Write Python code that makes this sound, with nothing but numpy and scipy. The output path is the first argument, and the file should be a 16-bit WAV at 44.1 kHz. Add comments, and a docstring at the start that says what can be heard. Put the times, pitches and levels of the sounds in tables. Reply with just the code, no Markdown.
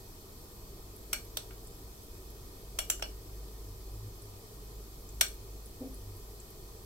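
"""An appliance hums throughout over room air and a faint hiss: wavering sines over shaped noise.
Throughout, soft food ticks, the clearest from about 1 s, as a spoon scoops filling: short noise snaps.
From 1.1 to 5.2 s the steel spoon clinks sharply on a ceramic plate six times, with three lighter touches:
a noisy clack plus short plate and spoon modes, the food damping the plate. At 5.8 s something hollow is
bumped: low modes and a dull puff. Dense noise reflections give the small kitchen's brief answer."""
import sys
import numpy as np
from scipy import signal
from scipy.fft import rfft, irfft
from scipy.io import wavfile
from scipy.ndimage import uniform_filter1d

SR = 44100
rng = np.random.default_rng(int(sys.argv[2]) if len(sys.argv) > 2 else 0)


def int16_out(signal):
    """Quantize to a 16-bit WAV file."""
    q = np.round(np.clip(np.atleast_2d(signal).T, -1, 1) * 32767)
    wavfile.write(sys.argv[1], SR, q.astype(np.int16))


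N = 302470


def gain_of(db):
    """Decibels to amplitude."""
    return 10 ** (np.asarray(db) / 20)


def evened(x):
    """Scales to rms 1."""
    return x / np.sqrt(np.mean(x ** 2) + 1e-20)


def read(points, hz):
    """Interpolates a spectrum table on a log-frequency axis."""
    f, value = np.transpose(points)
    return np.interp(np.log(hz + 1), np.log(f + 1), value)


def add(mix, start_s, sound):
    """Adds a stereo sound into the mix at start_s."""
    part = mix[:, round(start_s * SR):][:, :sound.shape[1]]
    part += sound[:, :part.shape[1]]


def coloured(x, points, size=2048):
    """Minimum-phase filter with the dB gain of a spectrum table."""
    log_gain = np.log(gain_of(read(points, abs(np.fft.fftfreq(size, 1 / SR)))))
    taps = np.fft.ifft(np.exp(np.conj(signal.hilbert(log_gain)))).real
    return signal.fftconvolve(x, taps[None], axes=1)[:, :x.shape[1]]


def band_noise(hz, width_hz):
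    """Noise in one bell-shaped band, rms 1."""
    f = np.fft.rfftfreq(N, 1 / SR)
    bell = np.exp(-.5 * ((f - hz) / width_hz) ** 2)
    return evened(irfft(rfft(rng.standard_normal(N)) * bell, N))


def air(level_db=0, flicker_db=1):
    """Room air and hiss as shaped noise, alike left and right in the bass, flickering slightly."""
    # Each row: frequency in Hz, density in dB per Hz before the rises and dips.
    density = [(12, -84), (24, -80.5), (60, -71), (140, -82), (230, -86), (300, -83), (430, -78.5),
               (520, -90.5), (1150, -94), (1650, -103.5), (2800, -104.5), (4700, -95.5), (9700, -100),
               (15800, -99.5)]
    # Narrow rises and dips. Each row: centre in Hz, width in Hz, change in dB.
    hiss_peaks = [(645, 22, 5), (780, 20, 4), (990, 60, 3), (1225, 40, 5), (1840, 50, 7), (2220, 50, 5),
                  (2510, 50, 9), (3110, 65, 7), (3500, 110, 4), (4270, 40, 5), (6900, 200, -3),
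                  (7380, 180, 4), (8400, 300, 2), (11950, 480, 7), (12050, 110, 3)]
    # Each row: frequency in Hz, left-right correlation (no unit).
    likeness = [(60, 0.94), (130, 0.98), (290, 0.75), (450, 0.92), (700, 0.12), (1400, 0.02),
                (3100, -0.033), (7000, 0.0061)]
    frames = N // 256 + 5
    hz = np.fft.rfftfreq(1024, 1 / SR)
    a, b, c, d, patches = rng.standard_normal((5, frames, len(hz))).transpose(0, 2, 1)
    patches = uniform_filter1d(patches, size=8, axis=0)
    patches = evened(uniform_filter1d(patches, size=6, axis=1))
    same = np.clip(read(likeness, hz), -1, 1)[:, None]
    left = a + 1j * b
    right = same * left + np.sqrt(1 - same ** 2) * (c + 1j * d)
    peaks_db = sum(db * np.exp(-.5 * ((hz - f) / w) ** 2) for f, w, db in hiss_peaks)
    gain = gain_of(read(density, hz) + peaks_db)
    spectra = np.array([left, right]) * gain[:, None] * gain_of(flicker_db * patches)
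    noise = signal.istft(spectra, nperseg=1024, noverlap=768)[1][:, :N]
    rms = np.sqrt(np.sum(gain ** 2) * hz[1])
    return gain_of(level_db) * rms * evened(noise)


def wavering(hz, drift_hz):
    """A sine of rms 1 whose pitch wanders slowly by smooth random drift."""
    turns = np.cumsum(hz + drift_hz * band_noise(0, width_hz=2.73)) / SR
    return np.sqrt(2) * np.sin(2 * np.pi * (turns + rng.random()))


def appliance(drift_hz=0.5, throb=0.33):
    """Motor and mains sines waver and throb independently; the drone rises and dips, its octave swells."""
    # Steady tones. Each row: frequency in Hz, rms in dB before throb.
    hum = [(30.6, -56.5), (200.2, -72), (378, -68.5)]
    # Low mains drone. Each row: time in s, level in dB before trim and throb.
    drone = [(0.0, -55), (0.23, -82), (0.63, -52.5), (4.01, -46), (4.35, -55.5), (5.18, -43.5), (6.72, -52),
             (6.86, -72)]
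    # Swells added to the idling octave. Each row: start in s, length in s, added rms in dB before throb.
    octave_swells = [(3.632, .13, -52), (3.89, 0.23, -47.5), (4.2, 0.37, -55), (5.963, 0.25, -49.5),
                     (6.486, 0.075, -47)]
    drone_hz, drone_trim_db = 49, -1.5
    octave_hz, octave_idle_db, swell_edge_s = 100, -61.5, .05
    t = np.arange(N) / SR
    swells = 0
    for start_s, length_s, db in octave_swells:
        edge_distance_s = np.minimum(t - start_s, start_s + length_s - t)
        swells = swells + gain_of(db) * np.clip(edge_distance_s / swell_edge_s, 0, 1)
    tones = [gain_of(db) * wavering(hz, drift_hz) for hz, db in hum]
    drone_db = np.interp(t, *np.transpose(drone)) + drone_trim_db
    tones.append(gain_of(drone_db) * wavering(drone_hz, drift_hz=1.386))
    tones.append((gain_of(octave_idle_db) + swells) * wavering(octave_hz, drift_hz=3.93))
    return sum(tone * (1 + throb * band_noise(0, width_hz=3.8)) for tone in tones)


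def bump(rise_s=0.015, puff_db=-10, puff_s=0.053):
    """A soft blow on something hollow wakes low modes and a dull puff, alike left and right."""
    # One row: start in s, level in dB.
    blow = (5.806, -32)
    # Each row: mode frequency in Hz, relative level in dB, t60 in s.
    hollow = [(258, 1.5, 0.27), (274, -1.5, 0.25), (344, -22, 0.064), (410, -6, 0.11), (506, -4, 0.12),
              (610, -12, 0.17), (780, -15, 0.14)]
    out, t = np.zeros((2, N)), np.arange(SR // 2) / SR
    start_s, level_db = blow
    thud = sum(gain_of(db - 60 * t / t60) * np.sin(2 * np.pi * hz * t) for hz, db, t60 in hollow)
    thud += gain_of(puff_db) * np.exp(-t / puff_s) * band_noise(384, width_hz=240)[:len(t)]
    add(out, start_s, gain_of(level_db) * np.array([thud, thud]) * (1 - np.exp(-t / rise_s)))
    return out


def faint_ticks():
    """Tiny ticks at random moments, as rows: start in s, level in dB before trim, centre in Hz."""
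    per_s, mean_db, spread_db, centre_hz = 1.6, -45, 2, 12000
    draws = rng.random((round(per_s * N / SR), 2))
    return [(when * N / SR, mean_db + spread_db * (2 * size - 1), centre_hz) for when, size in draws]


def food(trim_db=-5.0, decay_s=0.0053, spread=0.13):
    """Small wet snaps as pieces of filling part: decaying noise in a log-frequency bell."""
    # The clearest ticks. Each row: start in s, level in dB before trim, centre in Hz.
    clear_ticks = [(0.964, -43, 11600), (1.6716, -42.5, 8400), (2.0338, -43, 12000), (4.22, -44, 9090),
                   (5.0903, -44.5, 6900), (5.6585, -41.5, 10300), (5.9429, -41, 10500),
                   (6.4004, -41.5, 7500)]
    out, t = np.zeros((2, N)), np.arange(2 ** 11) / SR
    f = np.fft.rfftfreq(len(t), 1 / SR)
    for start_s, db, hz in clear_ticks + faint_ticks():
        band = np.exp(-.5 * (np.log((f + 1) / hz) / spread) ** 2)
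        snap = evened(irfft(rfft(rng.standard_normal((2, len(t)))) * band))
        add(out, start_s, gain_of(db + trim_db) * snap * np.exp(-t / decay_s))
    return out


def ring(modes, t, rise_s, blur_hz=45, count=5):
    """Dying modes, each a close cluster blurred by the shifting contact, phases differing left to right."""
    tones, centre_hz = np.zeros((2, len(t))), np.mean(modes, axis=0)[0]
    for hz, db, t60 in modes:
        offsets = np.linspace(-1, 1, count) + rng.uniform(-.2, .2, count)
        split_hz = hz + blur_hz * np.sqrt(hz / centre_hz) * offsets
        shape = gain_of(db - 60 * t / t60) * (1 - np.exp(-t / rise_s))
        phase_turns = rng.random((2, count, 1))
        cluster = shape * np.sin(2 * np.pi * (split_hz[:, None] * t + phase_turns)).sum(1)
        # however the cluster beats, it holds the energy of one mode
        one_mode = np.linalg.norm(shape) / np.sqrt(2)
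        tones += cluster * one_mode / np.linalg.norm(cluster, axis=1, keepdims=True)
    return tones


def clack(t, rise_s, scatter_db, scatter_s):
    """Steel chatters on glaze for a few ms; the counter top scatters the sound a little longer."""
    chatter = t / rise_s * np.exp(1 - t / rise_s)
    scatter = gain_of(scatter_db) * np.exp(-t / scatter_s) * (1 - np.exp(-t / rise_s))
    shape = chatter + scatter
    burst = rng.standard_normal((2, len(t))) * shape
    # a hard contact holds all frequencies about equally: keep phase, flatten magnitude
    burst = irfft(np.exp(1j * np.angle(rfft(burst))), len(t)) * np.sqrt(shape / shape.max())
    return burst * np.linalg.norm(shape) / np.linalg.norm(burst, axis=1, keepdims=True)


def clinks(favour_octaves=0.12):
    """Clack plus plate and spoon ring; harder contact is brighter, the strike point lifts two resonances."""
    # Each row: start in s, blow in dB, left-right difference in dB, brightness in dB per octave,
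    # low knock in dB, plate ring in dB, spoon ring in dB, two favoured resonances in Hz, their lift in dB.
    strikes = [(1.1292, -23.5, 0.32, 1.5, 1.5, -3, -10, 1460, 2240, 6.6),
               (1.1365, -38, 1.2, -1.5, -10, -1, -12, 2360, 4460, 16),
               (1.3696, -29.5, 0.4, 2.5, 9, -12, -16, 4500, 3600, 11.2),
               (1.5065, -47, 0, -7, -16, -2, -12, 2240, 1400, 4.9),
               (2.787, -24, 1, 0.5, 2.5, 1, -6.5, 3250, 694, 4.4),
               (2.8990, -22, 0.12, 1.5, -3, -9, -6.5, 7350, 6640, 3.8),
               (2.9950, -46, 0, -1.5, 2, -12, -12, 1400, 1500, 5.4),
               (3.0227, -29.5, 0.42, -2.5, 3.5, 2, -20, 2880, 5100, 12.3),
               (5.2094, -14, 1.1, 1, -5, -0.5, -16, 1470, 3700, 5.2)]
    # Dry contact colour. Each row: frequency in Hz, gain in dB.
    clack_colour = [(150, -26.5), (450, -12.5), (620, 2), (1000, -8), (1500, -1), (1900, -6.5), (3200, -2),
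                    (4000, -8), (4950, -13.5), (5650, 2), (7000, -8.5), (8300, 0), (9500, -9.5),
                    (12600, -5), (13800, -11), (15500, -11)]
    # Ceramic modes. Each row: cluster centre in Hz, relative level in dB, t60 in s.
    plate = [(1590, -20, .12), (2225, -20, .09), (2310, -21, .21), (2900, -23, .11), (3390, -17, .09),
             (4370, -17, .16), (5520, -15.5, .09), (8260, -19, .18), (9630, -25, .1), (13050, -22, .1)]
    # Steel modes. Each row: cluster centre in Hz, relative level in dB, t60 in s.
    spoon = [(2900, -9.5, 0.19), (3170, -29, .18), (6000, -27, .1), (7830, -17, 0.091), (7300, -5.5, 0.13),
             (8840, -4, 0.074), (10800, -6.5, 0.087), (12450, -7, .1)]
    # brightness tilts about pivot_hz; the plate's knock on the counter lies below knock_hz
    pivot_hz, knock_hz = 3020, 970
    out, t = np.zeros((2, N)), np.arange(2 ** 14) / SR
    hz = np.geomspace(100, 20000, 400)
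    for start_s, db, pan_db, bright_db, knock_db, plate_db, spoon_db, hz_a, hz_b, lift_db in strikes:
        contact = clack(t, rise_s=0.0022, scatter_db=-8.5, scatter_s=0.014)
        blow = gain_of(2) * coloured(contact, clack_colour)
        blow += gain_of(plate_db) * ring(plate, t, rise_s=0.00096, blur_hz=52.5)
        blow += gain_of(spoon_db) * ring(spoon, t, rise_s=0.0014, blur_hz=87)
        tone_db = bright_db * np.log2(np.maximum(hz, knock_hz / 2) / pivot_hz)
        tone_db += knock_db / (1 + (hz / knock_hz) ** 6)
        for favoured_hz in hz_a, hz_b:
            tone_db += lift_db * np.exp(-.5 * (np.log2(hz / favoured_hz) / favour_octaves) ** 2)
        sides = gain_of(db + np.array([[.5], [-.5]]) * pan_db)
        add(out, start_s, sides * coloured(blow, np.column_stack([hz, tone_db])))
    return out


def kitchen(x, build_s=0.0069):
    """Dense reflections: noise that builds up over some ms, then decays at a rate set per frequency."""
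    # Each row: frequency in Hz, t60 in s.
    decay = [(200, 0.7), (700, 0.18), (2500, 0.21), (7000, 0.25), (15000, 0.28)]
    hz, t, z = signal.stft(rng.standard_normal((2, SR // 2)), SR, nperseg=256)
    tail = signal.istft(z * gain_of(-60 * t / read(decay, hz)[:, None]), SR, nperseg=256)[1]
    tail *= 1 - np.exp(-(np.arange(tail.shape[1]) / SR / build_s) ** 2)
    tail /= np.linalg.norm(tail, axis=1, keepdims=True)
    wet = signal.fftconvolve(x, tail, axes=1)[:, :N]
    # Hz, dB
    return coloured(wet, [(300, 6.5), (700, 2.0), (2500, -0.5), (6000, -1.5), (13000, -6)])


def scene():
    """Spoon, plate, food and bump, direct and reflected by the room, over hum and air."""
    near, thud = clinks() + food(), bump()
    reflected = kitchen(gain_of(-7) * near + gain_of(-20) * thud)
    return near + thud + reflected + air() + appliance()


def record(dry):
    """Band limit: a steep linear-phase low-pass."""
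    edge_hz = 15850
    taps = signal.firwin(511, edge_hz, window=("kaiser", 9), fs=SR)
    return signal.oaconvolve(dry, taps[None], "same", axes=1)


dry = scene()
out = record(dry)
int16_out(out)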